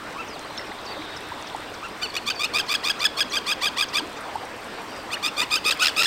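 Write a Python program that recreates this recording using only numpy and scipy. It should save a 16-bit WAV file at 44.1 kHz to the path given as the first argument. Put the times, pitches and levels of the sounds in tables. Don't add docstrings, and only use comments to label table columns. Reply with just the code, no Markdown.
import sys
import numpy as np
from scipy import signal
from scipy.fft import rfft, irfft
from scipy.io import wavfile
from scipy.ndimage import uniform_filter1d, map_coordinates

SR = 44100
rng = np.random.default_rng(int(sys.argv[2]) if len(sys.argv) > 2 else 0)


def rack_gain(trim_db):
    fader = np.asarray(trim_db, float)
    return 10 ** (fader / 20)


def materialize(psi):
    bounded = np.clip(np.atleast_2d(psi).T, -1, 1)
    quanta = np.round(bounded * 32767).astype(np.int16)
    wavfile.write(sys.argv[1], SR, quanta)


N = 267246
TIME = np.arange(N) / SR
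TOP_HZ = 15830


def unit(x):
    return x / np.sqrt(np.mean(x ** 2) + 1e-20)


def along(points, hz):
    f, v = np.transpose(points)
    return np.interp(np.log(hz + 1), np.log(f + 1), v)


def wobble(rate, size=N):
    knots = rng.standard_normal(int(size * rate / SR) + 4)
    return map_coordinates(knots, [np.arange(size) * rate / SR])


def rush(spectrum, patchy_db):
    hz, _, z = signal.stft(rng.standard_normal(N + 512), SR, nperseg=512)
    field = uniform_filter1d(rng.standard_normal(z.shape), size=5, axis=0)
    field = uniform_filter1d(field, size=6, axis=1)
    z = z * rack_gain(patchy_db * unit(field) + along(spectrum, hz)[:, None])
    return unit(signal.istft(z, SR, nperseg=512)[1][:N])


def add(track, s, sound):
    part = track[round(s * SR):][:len(sound)]
    part += sound[:len(part)]


def tone(hz, multiple=1, phase=0):
    return np.sqrt(2) * np.sin(2 * np.pi * multiple * np.cumsum(hz) / SR + phase)


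def bubble(hz, life, rise=0.285):
    u = np.arange(0, 4, 1 / (life * SR))
    swell_and_fade = u * 4 * np.exp(1 - u * 4)
    return swell_and_fade * np.sin(2 * np.pi * hz * life * (u + rise * u * u / 2))


# start_s [s], lapping_db [dB], hiss_db [dB]
WATER_LEVELS = [
    (0.0, -36.5, -57),
    (5.32, -36, -56),
    (6.06, -35.5, -52),
]
# pitch_hz [Hz], level_db [dB per Hz]
LAPPING_COLOUR = [(88, -60), (150, -10), (470, -4), (532, -5.5), (858, -4.5), (1120, -5), (1410, -7),
                  (4760, -19.5), (6000, -24.5), (7800, -67), (13200, -120)]
# pitch_hz [Hz], level_db [dB per Hz]
HISS_COLOUR = [(2500, -11), (4000, -3), (5000, -2), (6500, 6), (8700, 9), (9600, 0), (10500, -6.5),
               (12500, 1.5), (15000, -6.5), (17000, 2.5)]


def lapping_and_hiss():
    small = np.zeros(N)
    for s, pitch, cycles, size in rng.random((900, 4)):
        hz = 350 * 9 ** pitch
        level = (1.02 - size) ** -.3 * (hz / 1000) ** -.2
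        add(small, s * N / SR, level * bubble(hz, (0.97 + 7 * cycles) / hz))
    s, wash_db, hiss_db = np.transpose(WATER_LEVELS)
    wash = rush(LAPPING_COLOUR, patchy_db=2.14) + rack_gain(-14.5) * unit(small)
    wash = rack_gain(np.interp(TIME, s, wash_db) + 0.4 * wobble(9)) * wash
    hiss_level = rack_gain(np.interp(TIME, s, hiss_db) + 3 + .8 * wobble(40))
    return wash + hiss_level * rush(HISS_COLOUR, patchy_db=.4)


# pitch_hz [Hz], level_db [dB per Hz]
TRAFFIC_COLOUR = [(12, -21), (20, -14), (92, 10), (130, -58), (250, 9.5), (320, -13), (550, -120)]
# pitch_hz [Hz], level_db [dB]
MACHINE_HUM = [
    (104, -64),
    (156, -78),
    (306, -53.5),
]


def town():
    hum = sum(rack_gain(db + 0.34 * wobble(4.6)) * tone(hz + 2.17 * wobble(6.5)) for hz, db in MACHINE_HUM)
    return hum + rack_gain(-52.0) * rush(TRAFFIC_COLOUR, patchy_db=-0.3)


# start_s [s], level_db [dB]
TWITTER_LEVELS = [(.3, -68), (.4, -59), (.7, -53), (1, -45), (1.3, -48), (1.6, -50), (1.9, -59), (2.2, -73)]


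def twitter():
    flock = sum(rack_gain(2 * wobble(90)) * tone(3650 * (1 + .07 * wobble(110))) for _ in range(7))
    return rack_gain(np.interp(TIME, *np.transpose(TWITTER_LEVELS), right=-90)) * unit(flock)


# start_s [s], peak_db [dB], pitch_hz [Hz]
WATER_TICKS = [(0.3935, -30, 5800), (.5785, -31, 5200), (1.4252, -28, 5640), (1.9749, -36, 5800),
               (2.074, -36, 7500), (4.0741, -34, 6130), (5.7434, -30, 12500), (5.7743, -31, 7800),
               (5.906, -33, 8000), (5.341, -38, 5000)]
# start_s [s], peak_db [dB]
MORE_WATER_TICKS = [(0.1266, -32), (0.393, -27), (0.4309, -44), (0.4484, -36), (0.4868, -41), (0.5107, -42),
                     (0.5501, -36), (0.5776, -32), (0.6514, -44), (0.6574, -41), (0.7776, -43), (0.8145, -37),
                     (0.8614, -45), (0.8889, -45), (0.9338, -39), (1.053, -37), (1.1732, -31), (1.2062, -30),
                     (1.2321, -42), (1.2875, -30), (1.3488, -41), (1.4147, -33), (1.5374, -42), (1.5424, -36),
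                     (1.5628, -27), (1.5893, -40), (1.6043, -31), (1.7, -41), (1.8846, -32), (1.9609, -46),
                     (4.0668, -35), (4.0952, -32), (4.1292, -32), (4.208, -29), (4.2155, -34), (4.2738, -43),
                    (4.3212, -42), (4.3407, -38), (4.3571, -29), (4.3866, -42), (4.453, -31), (4.4953, -40),
                    (4.5632, -34), (4.63, -40), (4.6435, -30), (4.6659, -37), (4.8181, -32), (4.8585, -42),
                    (4.9643, -33), (5.0161, -36)]


def spray():
    out = np.zeros(N)
    for s, db, hz in WATER_TICKS:
        add(out, s, rack_gain(db + 3) * bubble(hz, 2.5 / hz, rise=.05))
    for s, db in MORE_WATER_TICKS:
        hz = 8500 * rng.uniform(.92, 1.12)
        add(out, s + .001, rack_gain(db - .5) * bubble(hz, 3.2 / hz, rise=.05))
    for s, pitch, size in rng.random((500, 3)):
        hz = 4500 * 3 ** pitch
        add(out, s * N / SR, rack_gain(-46) * (1.02 - size) ** -.3 * bubble(hz, 2.8 / hz))
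    return out


# start_s [s], peak_db [dB], pitch_hz [Hz], life_s [s]
WATER_PLOPS = [(0.162, -30, 1120, 0.026), (0.361, -31.5, 756, 0.017), (0.449, -32.5, 1150, 0.016),
               (0.711, -31.5, 815, 0.023), (0.968, -30, 553, 0.02), (1.32, -24, 955, 0.012),
               (1.549, -22, 844, 0.0091), (1.829, -28, 1170, 0.01), (4.004, -27.5, 950, 0.016),
               (4.356, -18, 854, 0.013), (4.432, -28, 797, 0.02), (4.932, -32.5, 800, 0.015),
               (5.039, -41, 1080, 0.011)]
# start_s [s], peak_db [dB], pitch_hz [Hz], life_s [s]
WATER_GLUGS = [
    (0.989, -32.5, 307, 0.048),
    (3.249, -34, 253, 0.022),
    (4.018, -32.5, 304, 0.037),
    (5.658, -22.5, 403, 0.006),
    (5.699, -31.5, 534, 0.019),
    (6.0, -37, 600, 0.019),
]
# start_s [s], peak_db [dB], pitch_hz [Hz], life_s [s]
WATER_DRIPS = [(0.579, -22, 3580, 0.002), (0.595, -29, 1970, 0.0093), (0.718, -30.5, 1970, 0.009),
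               (0.789, -33, 3850, 0.0043), (1.0216, -30.5, 2270, 0.0078), (1.1333, -35, 2380, 0.005),
               (1.501, -30, 3440, 0.0028), (4.6644, -47, 2160, 0.004), (5.1053, -29.5, 1900, 0.012),
               (5.1706, -25, 1800, 0.0067)]


def plops():
    out = np.zeros(N)
    for s, db, hz, life in WATER_PLOPS + WATER_GLUGS + WATER_DRIPS:
        add(out, s - .002, rack_gain(db) * bubble(hz * 0.907, life))
    return out


# start_s [s], length_s [s], top_hz [Hz], level_db [dB], higher_partials_db [dB]
WATER_BIRD_CALLS = [
    (.172, .064, 1345, -35, -22),
    (1.825, .052, 1385, -37, -15),
    (4.158, .034, 1230, -45, -2),
    (5.412, .03, 1010, -29, -15),
    (5.812, .036, 1500, -23, -10),
    (6.004, .024, 1400, -25, -10),
]


def water_birds():
    out = np.zeros(N)
    for s, length, top_hz, db, high_db in WATER_BIRD_CALLS:
        u = np.linspace(0, 1, round(length * SR))
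        hz = top_hz * (1 - .9 * (u - .52) ** 2)
        high = sum(tone(hz, multiple=m) * 3 / m for m in range(3, 7))
        stack = tone(hz) + rack_gain(-0.3) * tone(hz, multiple=2) + rack_gain(high_db) * high
        add(out, s, rack_gain(db) * np.sin(np.pi * u) ** 0.98 * stack)
    return out


FLUTTER_DB = 4

# start_s [s], level_db [dB], held_hz [Hz], held_s [s], held_to_hz [Hz]
WARBLER_NOTES = [(0.28, -45, 5240, 0.045, 4730), (.568, -42, 5260, 0.021, 5650),
                 (0.854, -40.5, 4540, 0.053, 4640), (1.159, -39.5, 5160, 0.0024, 5000),
                 (1.468, -43, 4530, 0.002, 4300), (1.739, -41, 4700, 0.002, 4470),
                 (2.028, -42.5, 4560, 0.057, 4620), (2.348, -38, 4540, 0.054, 4600),
                 (2.663, -42, 4400, 0.083, 4580), (2.99, -38, 4800, 0.0057, 4600),
                 (3.298, -41, 5800, 0.011, 5760), (3.61, -45, 4900, 0.0044, 4700),
                 (3.884, -39.5, 4500, 0.002, 4450)]


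def warbler():
    out = np.zeros(N)
    for s, db, held_hz, held, to_hz in WARBLER_NOTES:
        t = np.arange(0, held + .04, 1 / SR)
        dive = .011 if held < .003 else .014
        held_end, end = dive + .002 + held, .04 + held
        hz = np.interp(t, [0, dive, held_end, end], [6850, held_hz, to_hz, .72 * to_hz])
        hz = uniform_filter1d(hz, size=260, mode="nearest")
        shape_db = np.interp(t, [0, .004, dive - .002, held_end, end],
                             [-12, -2, 0, -1.5 - .006 / held, -4 - .12 / held])
        flutter_db = FLUTTER_DB * wobble(186, size=SR // 4)[:len(t)]
        add(out, s, rack_gain(db + shape_db + flutter_db) * tone(hz))
    return out


# start_s [s], length_s [s], from_hz [Hz], to_hz [Hz], level_db [dB]
FAR_WHISTLES = [(.39, .07, 4130, 4130, -51), (.47, .12, 4150, 4100, -55), (.36, .03, 4100, 3400, -52),
                (.71, .025, 3900, 3300, -50), (.545, .025, 3800, 3400, -52), (.75, .04, 3850, 3700, -55),
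                (1.09, .06, 3700, 3750, -50), (1.26, .07, 3750, 3300, -50), (1.76, .05, 3400, 3600, -50),
                (4.885, .075, 4650, 4900, -51), (4.96, .065, 4900, 4650, -52),
                (4.865, .08, 5550, 5650, -57), (4.96, .065, 5650, 5600, -58), (4.765, .06, 430, 490, -39)]


def whistles():
    out = np.zeros(N)
    for s, length, from_hz, to_hz, db in FAR_WHISTLES:
        u = np.linspace(0, 1, round(length * SR))
        level = rack_gain(db + FLUTTER_DB * wobble(108, size=len(u))) * np.sin(np.pi * u) ** .5
        hz = (from_hz + (to_hz - from_hz) * u) * (1 + 0.012 * wobble(152, size=len(u)))
        add(out, s, level * tone(hz))
    return out


# pitch_hz [Hz], level_db [dB]
THROAT_COLOUR = [(900, 1.5), (1250, -2.5), (1700, -3), (1950, 8.5), (2170, -16), (2420, 7), (3500, 3.5),
                 (4550, -0.5), (5250, -0.5), (6000, -12.5), (8700, -11.5), (9600, -23), (12400, -22.5),
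                 (15800, -28.5)]
# pitch_hz [Hz], width_hz [Hz], level_db [dB]
SIDE_POCKETS = [
    (1427, 97, -13),
    (3010, 170, -8),
    (3900, 166, -11),
    (7700, 160, -6),
    (10500, 200, -21),
]


def throat(hz):
    pockets_db = sum(db * np.exp(-((hz - centre) / width) ** 2) for centre, width, db in SIDE_POCKETS)
    return rack_gain(along(THROAT_COLOUR, hz) + pockets_db)


# reopened_s [s], dip_db [dB]
SYRINX_CATCHES = [(2.142, 8), (2.153, 30), (2.1658, 30), (2.267, 6), (2.278, 2), (2.289, 3), (2.301, 30),
                  (2.4, 8), (2.409, 10), (2.42, 6), (2.434, 30), (2.539, 6), (2.549, 5.5), (2.561, 4),
                  (2.572, 4), (2.585, 29), (2.694, 4), (2.705, 2), (2.716, 5), (2.729, 1), (2.74, 23),
                  (2.8844, 24), (2.897, 13), (3.0418, 25), (3.184, 4), (3.197, 8), (3.206, 17), (3.335, 5),
                  (3.347, -2), (3.356, 13), (3.5136, 3), (3.658, 5), (3.787, 11), (3.799, 4), (3.811, 11),
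                  (3.958, 2), (3.97, 7), (5.228, 4), (5.241, 1), (5.252, 4), (5.2638, 7), (5.417, 11),
                  (5.532, -1), (5.544, 4), (5.5551, 4), (5.708, 26), (5.799, 4), (5.81, 2), (5.821, 2),
                  (5.832, 0), (5.845, 4), (5.8562, 12), (5.869, 23), (5.9654, 4), (5.984, 0.5), (5.996, 4),
                  (6.011, 3), (6.021, 4), (6.0327, 20), (6.046, 6),
                  (2.853, 4), (2.86, 4), (2.875, 6), (3.019, 5), (3.031, 4), (5.371, 4), (5.381, 11),
                       (5.394, 5), (5.404, 5), (5.513, 3), (5.653, 4), (5.663, 1), (5.671, 0), (5.685, 2),
                       (5.695, 3)]


def throbs(start, brk, dip_db):
    usual_dip_db = 2
    catches = sorted(SYRINX_CATCHES)
    beats = [row for row in catches if start < row[0] < brk] + [(brk + .002, dip_db)]
    lead = beats[0][0] - .0128 * np.cumsum(.92 ** np.arange(9))[::-1]
    rows = [(s, usual_dip_db) for s in lead if s > start + .007] + beats[:1]
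    for (a, _), (b, dip) in zip(beats, beats[1:]):
        steps = max(round((b - a) / .0145), 1)
        rows += [(a + (b - a) * i / steps, usual_dip_db) for i in range(1, steps)]
        rows.append((b, dip))
    return np.transpose(rows)


def call_pitch(t, rasp, yelp, crack_db, later):
    start, open_hz, held_hz = rasp[:3]
    brk, length, top_hz = yelp[:3]
    opening_s, end_hz = (.013 if later else .02), 1150
    rasp_s = [start, min(start + opening_s, brk - .008), brk - .006 - .15 * (brk - start), brk - .0003]
    rasp_hz = [open_hz, 1.005 * held_hz, 1.035 * held_hz, 1.09 * held_hz]
    yelp_s = [brk, brk + 0.0058, brk + .5 * length, brk + .81 * length, brk + length - .001]
    overshoot_hz = top_hz * (1 + 0.015 * crack_db)
    yelp_hz = [overshoot_hz, top_hz, 0.99 * top_hz, max(.885 * top_hz, end_hz), end_hz]
    return np.interp(t, rasp_s + yelp_s, rasp_hz + yelp_hz)


def call_loudness(t, rasp, yelp, crack_db):
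    start, _, _, rasp_db, swell = rasp
    brk, length, _, yelp_db, dip_db = yelp
    end = brk + length
    s, dip = throbs(start, brk, dip_db)
    rasp_peaks_db = rasp_db - 13.5 * np.exp((start - s) / swell) + 7 * (s - brk)
    db = np.r_[rasp_peaks_db[:-1], yelp_db]

    middle = (s[1:] + s[:-1]) / 2
    late = np.maximum(s[1:] - .003, middle)
    shut = np.r_[np.where(dip[1:] > 11, late, middle), brk + 0.96 * length]
    shut_db = db - np.r_[np.minimum(dip[1:], 11), 12.5]
    knots = np.ravel([s, shut], "F")
    knots_db = np.ravel([db, shut_db], "F")
    onset = start + .001
    size = np.interp(t, np.r_[onset - .0065, onset, knots, end, end + .002, end + .008],
                     rack_gain(np.r_[-62, db[0] - 12, knots_db, yelp_db - 13, -58, -120]))

    stops = shut[:-1, None]
    leak = rack_gain(-2 * np.clip(dip[1:, None] - 11, 0, 15))
    gate = np.clip(np.maximum((stops - .0015 - t) / .003, (t - stops - .0018) / .0006), leak, 1)
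    crack = rack_gain(-2 + (1 + crack_db) * np.exp(-((t - brk - .0025) / .0018) ** 2))
    size = crack * uniform_filter1d(size, size=30) * np.prod(gate, axis=0)
    size = size * rack_gain(-7 * np.exp(-((t - brk) / .0006) ** 2))

    since = t - np.r_[stops[:, 0] + .002, brk][:, None]
    strength = np.r_[1 - leak[:, 0], .2][:, None]
    pop = np.sum((since > 0) * np.exp(-abs(since) / .003) * strength, axis=0)
    cycle = np.interp(t, knots, np.arange(len(knots)) * np.pi)
    return size, cycle, pop


def brightness(t, k, rasp, yelp, cycle, raspy, chaos_db, later):
    start, swell = rasp[0], rasp[4]
    brk, length, top_hz = yelp[:3]
    end, low_yelp = brk + length, top_hz < 1553
    swing_db = (3 + 4 * later) * raspy * (np.cos(cycle) - 0.15)
    db = swing_db * ((k == 3) + .4 * (k == 4) * (1 + later))
    fading = np.clip((t - brk) / (end - brk), 0, 1) ** 2
    db = db - (2.5 * fading + 0.5 * np.exp(-abs(t - start) / swell)) * np.log2(k)
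    db = db + 16 * (k == 3) * np.exp(-((t - end + 0.00043) / .0025) ** 2)
    db = db + later * (-3 * (k == 2) * raspy + 1.5 * (k > 5))
    db = db - 5 * (k > (2 if later else 3)) * (1 - raspy) * low_yelp
    db = db - 0.18 * chaos_db * (k == 2)
    db = db - 1 * (k == 2) * raspy * np.exp(-abs(t - start) / 0.019)
    return db - 5.5 * (k == 3) * np.exp(-((t - start) / 0.013) ** 2)


def breath(hz, later):
    puffs = rfft(rng.standard_normal(len(hz)) * (1.6 + tone(hz)))
    band = np.fft.rfftfreq(len(hz), 1 / SR)
    shade = 1 + later * (band / 14000) ** 2
    low_cut = 1 + (1600 / (band + 1)) ** 4
    return unit(irfft(puffs * throat(band) ** .72 / shade / low_cut, len(hz)))


# start_s [s], opening_hz [Hz], held_hz [Hz], level_db [dB], swell_s [s]
TERN_RASPS = [(2.017, 1200, 1174, -24, 0.051), (2.138, 1176, 1161, -18, 0.016),
              (2.26, 1075, 1173, -20.5, 0.0083), (2.392, 1133, 1193, -20, 0.0053),
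              (2.535, 1093, 1211, -18, 0.0051), (2.683, 1010, 1187, -18, 0.013),
              (2.834, 954, 1190, -17.5, 0.015), (2.996, 934, 1180, -18, 0.017),
              (3.17, 1110, 1174, -17.5, 0.0079), (3.313, 987, 1140, -17.5, 0.034),
              (3.46, 954, 1172, -19.5, 0.014), (3.612, 916, 1167, -18.5, 0.011),
              (3.766, 900, 1158, -16.5, 0.011), (3.931, 919, 1168, -18, 0.014),
              (5.11, 1081, 1170, -22, 0.018), (5.2255, 1077, 1191, -20, 0.0059),
              (5.366, 1083, 1191, -16.5, 0.014), (5.504, 1003, 1210, -18, 0.009),
              (5.642, 993, 1223, -16.5, 0.012), (5.792, 1046, 1262, -11, 0.04),
              (5.962, 1150, 1271, -15.5, 0.0044)]
# register_break_s [s], length_s [s], top_hz [Hz], level_db [dB], dip_before_db [dB]
TERN_YELPS = [(2.031, 0.038, 1497, -22.5, 4), (2.172, 0.019, 1460, -23.5, 0),
              (2.307, 0.019, 1540, -22.5, -2), (2.454, 0.015, 1447, -24.5, 1), (2.598, 0.019, 1607, -20, 5),
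              (2.75, 0.015, 1666, -16.5, 3), (2.9, 0.02, 1660, -16, 1), (3.0525, 0.02, 1716, -12, 2),
              (3.208, 0.025, 1666, -15.5, -4), (3.369, 0.022, 1604, -18.5, 2),
              (3.52, 0.019, 1654, -18.5, 0), (3.669, 0.023, 1637, -19, 2), (3.824, 0.023, 1634, -18.5, 8),
              (3.983, 0.019, 1620, -20, 3), (5.14, 0.0194, 1448, -23, -1.5), (5.283, 0.015, 1383, -24.5, 9),
              (5.431, 0.018, 1454, -21.5, 9.5), (5.569, 0.024, 1547, -24, 1.5),
              (5.722, 0.017, 1562, -24.5, 1), (5.881, 0.022, 1613, -19, 15), (6.055, 0.02, 1730, -15, 11.5)]
# middle_s [s], half_length_s [s], level_db [dB]
ROUGH_SPELLS = [(2.152, 0.0047, 1.5), (2.155, 0.0035, 0), (2.59, .003, 4), (2.728, 0.0038, 7.5),
                (3.183, 0.0035, 11), (3.197, 0.0029, 4), (3.341, .004, 3), (3.802, 0.0085, 2.5),
                (5.549, 0.0018, 11), (5.706, 0.016, 5.5), (5.845, 0.0089, 8), (5.861, 0.0046, 5),
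                (5.873, 0.0076, 6), (5.841, 0.0089, 6), (5.887, 0.0067, 5), (5.732, 0.0065, -5),
                (5.437, .005, 5), (6.001, 0.0027, 0), (6.021, 0.0065, 13), (6.036, 0.0025, 14),
                (6.045, .003, 12)]


def tern():
    out = np.zeros(N)
    k = np.arange(1, 15)[:, None]
    for rasp, yelp in zip(TERN_RASPS, TERN_YELPS):
        start, rasp_db = rasp[0], rasp[3]
        brk, _, top_hz, yelp_db, _ = yelp
        later = start > 4.5
        t = start - .01 + np.arange(SR // 7) / SR
        crack_db = max(rasp_db - yelp_db, 0) * (top_hz > 1553)
        size, cycle, pop = call_loudness(t, rasp, yelp, crack_db)
        raspy = np.clip((brk - t) / .001, 0, 1)
        rough = raspy * np.clip((t - start) / .03, .35, 1)
        chaos_db = sum(db * np.exp(-((t - mid) / half) ** 4) for mid, half, db in ROUGH_SPELLS)
        size = size * rack_gain((.5 + .7 * rough) * wobble(1100, size=len(t)))

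        effort = 1 + 0.18 * max(rasp_db + 18, 0)
        jitter = (.004 + .004 * chaos_db + .011 * rough * effort) * wobble(900, size=len(t))
        base = uniform_filter1d(call_pitch(t, rasp, yelp, crack_db, later), size=10)
        swing = 1 - raspy * .028 * np.cos(cycle + .3) + jitter
        hz = base * swing

        bright_db = brightness(t, k, rasp, yelp, cycle, raspy, chaos_db, later)
        smooth_hz = k * base * uniform_filter1d(swing, size=60, mode="nearest")
        gain = throat(smooth_hz) * rack_gain(bright_db) * (k * hz < TOP_HZ)
        gain = gain * rack_gain((-4 * later + 6 * raspy) * np.exp(-((k * hz - 4150) / 220) ** 2))
        gain = gain / np.sqrt(np.sum(gain[1:] ** 2, axis=0))
        partials = []
        for m in k[:, 0]:
            uneven_db = (.6 + .5 * (m > 2) + rough * min(m - 1, 4)) * wobble(350, size=len(t))
            partials.append(tone(hz, multiple=m, phase=rng.normal(-1.5, .6)) * rack_gain(uneven_db))
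        voice = rack_gain(-.6 * chaos_db) * np.sum(gain * partials, axis=0)

        fray_db = 11 + 5 * np.cos(cycle - 1.3) + .05 * max(rasp_db + 19, 0)
        air_db = -24 + .72 * chaos_db + fray_db * rough + pop
        add(out, t[0], size * (voice + rack_gain(air_db) * breath(hz, later)))
    return out


# pitch_hz [Hz], time_to_fall_60_db_s [s]
ECHO_LENGTHS = [
    (500, 0.12),
    (3000, 0.69),
    (10000, 0.058),
]


def park(x):
    hz, t, z = signal.stft(rng.standard_normal(SR // 2), SR, nperseg=256)
    decay = rack_gain(-60 * t / along(ECHO_LENGTHS, hz)[:, None])
    tail = signal.istft(z * decay, SR, nperseg=256)[1]
    answer = rack_gain(-22.5) * np.pad(tail / np.linalg.norm(tail), (300, 0))
    answer[round(.034 * SR)] += rack_gain(-30)
    return signal.fftconvolve(x, answer)[:N]


def scene():
    background = lapping_and_hiss() + town() + spray() + plops()
    far = twitter() + water_birds() + warbler() + whistles()
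    near = tern()
    echo = park(near + 1.9 * far)
    return (near + far + echo + background)[None]


def band_limit(x):
    return signal.sosfilt(signal.butter(12, 16800, fs=SR, output="sos"), x)


def record(dry):
    kept = irfft(rfft(dry) * (np.fft.rfftfreq(N, 1 / SR) < TOP_HZ), N)
    return band_limit(kept)


dry = scene()
out = record(dry)
materialize(out)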